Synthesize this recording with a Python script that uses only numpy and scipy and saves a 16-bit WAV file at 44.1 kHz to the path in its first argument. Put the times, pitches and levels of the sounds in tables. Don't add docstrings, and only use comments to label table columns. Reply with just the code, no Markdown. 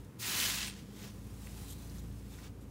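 import sys
import numpy as np
from scipy import signal
from scipy.fft import rfft, irfft
from scipy.io import wavfile
from scipy.ndimage import map_coordinates

SR = 44100
rng = np.random.default_rng(int(sys.argv[2]) if len(sys.argv) > 2 else 0)


def unload_wav(signal):
    wavfile.write(
        sys.argv[1],
        SR,
        np.round(np.clip(np.atleast_2d(signal).T, -1, 1) * 32767).astype(np.int16),
    )


N = 119070
TIME = np.arange(N) / SR
FREQS = np.fft.rfftfreq(N, 1 / SR)

# t/s, crunch level/dB, hiss level/dB
SWEEP_FADERS = [(0, -100, -100), (.178, -102, -84), (.197, -56, -44), (.235, -41.5, -42),
                (.29, -41.5, -37.5), (.345, -37, -39.5), (.395, -36.5, -35), (.455, -35, -36.5),
                (.52, -39, -39.5), (.59, -39, -44), (.63, -38.5, -50), (.68, -45, -48), (.725, -56, -68),
                (.8, -59, -62.5), (.85, -68, -83), (.92, -69.5, -82), (1.1, -100, -100)]
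# f/Hz, level/dB
CRUNCH_EQ = [(300, -33), (700, -13.5), (1000, -8), (1250, -9.5), (1900, -1.5), (3000, -0.5), (4100, -1.5),
             (5500, -4.5), (7500, -7), (10000, -14), (16000, -27)]
# f/Hz, level/dB
SKIN_HISS_EQ = [(1000, -37), (2200, -8), (4500, -0.5), (6500, 1.5), (8800, -1.5), (11000, -1), (13700, -2),
                (15200, -1.5)]
# f/Hz, level/dB
HEAP_EQ = [(50, -19), (110, -9), (250, 1), (450, -8.5), (700, -7), (1000, -5), (1500, -6.5), (2500, -7),
           (8000, -69)]

def sweep():
    crunch = powder(CRUNCH_EQ, rate=9000, spread_db=3, clump_db=1.5, clump_hz=160, flicker_db=0.8)
    hiss = powder(SKIN_HISS_EQ, rate=30000, spread_db=6, clump_db=0.9, clump_hz=130, flicker_db=0.7)
    heap = colour(grains(rate=3000, spread_db=3), HEAP_EQ)
    push = swell(at=0.32, rise=0.08, fall=0.25) * undb(-46)
    return crunch * fader(SWEEP_FADERS, column=1) + hiss * fader(SWEEP_FADERS, column=2) + heap * push


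# t/s, rise/s, fall/s, level/dB
RUB_STROKES = [(0.984, 0.058, 0.034, -57.5), (1.042, .032, 0.054, -50), (2.33, 0.023, 0.032, -60),
               (2.39, 0.018, 0.027, -59.5), (2.45, 0.031, 0.031, -55.5)]
# f/Hz, level/dB
RUB_EQ = [(200, 11), (600, 5), (1100, 3), (2000, 2.5), (3400, 3.5), (4500, 1), (6500, 2), (9000, -6.5),
          (12000, -10), (16000, -5.5)]

def rubs():
    friction = powder(RUB_EQ, rate=12000, spread_db=3, clump_db=0.5, clump_hz=70, flicker_db=2.6)
    return friction * swells(RUB_STROKES)


# t/s, level/dB
TRICKLE_FADER = [(0, -66.5), (.15, -79), (.85, -68), (1.1, -61), (1.2, -64), (1.28, -62), (1.38, -61),
                 (1.46, -56), (1.53, -58), (1.6, -53), (1.68, -57), (1.77, -60.5), (1.82, -57),
                 (1.88, -59.5), (1.97, -57.5), (2.03, -64), (2.25, -64.5), (2.44, -61), (2.52, -73.5),
                 (2.7, -75)]
# f/Hz, level/dB
TRICKLE_EQ = [(300, 1), (900, 3), (1500, -2.5), (2400, 0), (3700, -1), (5500, -0.5), (7500, -0.5),
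              (10500, -1.5), (13000, -4), (16000, -4.5)]
# t/s, rise/s, fall/s, level/dB
SLIDE_CUES = [(.048, .004, 0.0042, -64.5), (1.0, 0.055, 0.035, -60), (1.716, 0.039, 0.026, -51.5),
              (1.995, 0.0048, 0.0084, -58), (2.335, .035, .05, -62.5), (2.62, .012, 0.022, -66),
              (2.695, .02, .02, -71)]
# f/Hz, level/dB
SLIDE_EQ = [(1000, -41), (2200, -17), (3500, 5.5), (5000, -1.5), (7200, 5), (10000, 0), (13500, 2),
            (16000, -14)]

def pour():
    trickle = powder(TRICKLE_EQ, rate=12000, spread_db=3.5, clump_db=0.8, clump_hz=120, flicker_db=0)
    slide = powder(SLIDE_EQ, rate=7100, spread_db=6, clump_db=1, clump_hz=190, flicker_db=1.7)
    return trickle * fader(TRICKLE_FADER) + slide * swells(SLIDE_CUES)


# t/s, centre f/Hz, level before the envelope/dB, decay/s
LUMP_HITS = [(0.4, 3700, -26.5, 0.0033), (0.453, 3080, -28, 0.0037), (.825, 181, -45, 0.019),
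             (1.029, 6000, -49, 0.0037), (1.471, 2220, -42, 0.0014), (1.897, 4870, -52, 0.004),
             (1.983, 6500, -51, 0.0036), (2.113, 2960, -61, 0.0033), (2.385, 1800, -52.5, 0.0056)]

def lumps(width_oct=0.55, attack_s=0.00048):
    out = 0
    for at, hz, db, decay in LUMP_HITS:
        octaves_away = np.log2(np.maximum(FREQS, 1) / hz)
        band = 1 / (1 + (octaves_away / width_oct) ** 2) ** 2
        burst = shape(grains(rate=15000, spread_db=2.1), band)
        age = np.maximum(TIME - at, 0)
        envelope = (1 - np.exp(-age / attack_s)) * np.exp(-age / decay)
        out += burst * envelope * undb(db)
    return out


# t/s, rise/s,
# fall/s, centre f/Hz, width/Hz, level/dB
WHISTLE_CUES = [(.42, .1, 0.11, 3030, 170, -49), (.68, 0.023, 0.032, 8770, 700, -53),
                (1.7, 0.18, 0.24, 3930, 450, -70)]

def narrow_whistles():
    out = 0
    for at, rise, fall, hz, width, db in WHISTLE_CUES:
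        band = 1 / (1 + (2 * (FREQS - hz) / width) ** 2)
        hiss = shape(grains(rate=8000, spread_db=4.4), band)
        out += hiss * swell(at, rise, fall) * undb(db)
    return out


# t/s, delay/ms
PALM_DELAY = [(.2, .82), (.42, 0.66), (.62, 0.75), (1.0, 0.5), (1.6, 1.26), (2.7, 1.05)]
# delay/ms, level/dB
WALL_ECHOES = [(1.65, -37), (2.3, -29.5), (3.1, -21.5), (4.1, -20), (4.8, -20.5), (5.9, -15.5),
               (7.9, -18.5)]

def tub_echoes(x, palm_db=-21, drift_ms=0.068):
    def delayed(ms):
        return map_coordinates(x, [np.arange(N) - ms * SR / 1000], order=3, mode="mirror")

    palm_ms = np.interp(TIME, *np.array(PALM_DELAY).T)
    palms = undb(palm_db) * delayed(palm_ms)
    walls = sum(undb(db) * delayed(ms + drift_ms * wander(1.07)) for ms, db in WALL_ECHOES)
    return x + palms + walls


# multiple of the shaft rate, level before the fader/dB
MOTOR_PARTIALS = [(2, -51), (3, -58), (4, -57), (5, -63), (6, -64), (8, -67), (10, -63)]
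# t/s, level/dB
MOTOR_FADER = [(0, 2), (.12, -18), (.45, -6.5), (.65, -2), (.87, -7.5), (1.1, -6), (1.22, 0.5), (1.6, 0),
               (2.0, 5), (2.2, 1.5), (2.35, -1.5), (2.7, -0.5)]

def motor(shaft_hz=28.01):
    turns = np.cumsum(shaft_hz * (1 + 0.0017 * wander(2.8))) / SR
    hum = 0
    for multiple, db in MOTOR_PARTIALS:
        amplitude = np.sqrt(2) * undb(db + 1.3 * wander(2.8))
        hum += amplitude * np.sin(2 * np.pi * (multiple * turns + rng.random()))
    return hum * fader(MOTOR_FADER)


def buzz(hz=200.1, level_db=-59.5):
    amplitude = np.sqrt(2) * undb(level_db + 4.5 * wander(2.66))
    cycles = np.cumsum(hz * (1 + 0.011 * wander(7.1))) / SR
    return amplitude * np.sin(2 * np.pi * cycles)


# f/Hz, level/dB
ROOM_EQ = [(20, -40), (40, -30), (60, -12), (90, 4), (120, 4), (150, -6), (180, 1), (250, -7.5), (320, -9),
           (450, -11), (650, -22.5), (1000, -22.5), (1800, -28.5), (4000, -36.5), (9000, -39),
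           (16000, -41.5)]

def room_rumble(level_db=-51):
    return colour(rng.standard_normal(N), ROOM_EQ) * undb(level_db + 0.2 * wander(12))


def powder(eq, rate, spread_db, clump_db, clump_hz, flicker_db):
    slips = rfft(grains(rate, spread_db) * undb(clump_db * wander(clump_hz)))
    octave = np.log2(np.maximum(FREQS, 1))
    out = 0
    for centre in range(7, 16):
        band = np.maximum(1 - abs(octave - centre), 0)
        out += irfft(slips * band, N) * undb(flicker_db * wander(clump_hz))
    return colour(out, eq)


def grains(rate, spread_db):
    hit = rng.random(N) < rate / SR
    size = undb(spread_db * np.clip(rng.standard_normal(N), -2, 2))
    polarity = np.sign(rng.standard_normal(N))
    return unit(hit * polarity * size)


def wander(hz):
    return shape(rng.standard_normal(N), np.exp(-(FREQS / hz) ** 2) * (FREQS > 0))


def colour(x, eq):
    hz, db = np.array(eq, float).T
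    return shape(x, undb(np.interp(np.log(np.maximum(FREQS, 1)), np.log(hz), db)))


def shape(x, gains):
    return unit(irfft(rfft(x) * gains, N))


def fader(table, column=1):
    rows = np.array(table)
    return undb(np.interp(TIME, rows[:, 0], rows[:, column]))


def swell(at, rise, fall):
    t = TIME - at
    return np.exp(-(t / np.where(t < 0, rise, fall)) ** 2)


def swells(cues):
    return sum(swell(at, rise, fall) * undb(db) for at, rise, fall, db in cues)


def undb(db):
    return 10 ** (np.asarray(db) / 20)


def unit(x):
    return x / np.sqrt(np.mean(x ** 2) + 1e-18)


def scene():
    hands = sweep() + rubs() + pour() + narrow_whistles() + lumps()
    return (tub_echoes(hands) + motor() + buzz() + room_rumble())[None]


def record(dry):
    top_hz = 15750
    return signal.sosfilt(signal.ellip(16, 0.1, 80, top_hz, fs=SR, output="sos"), dry)


dry = scene()
out = record(dry)
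unload_wav(out)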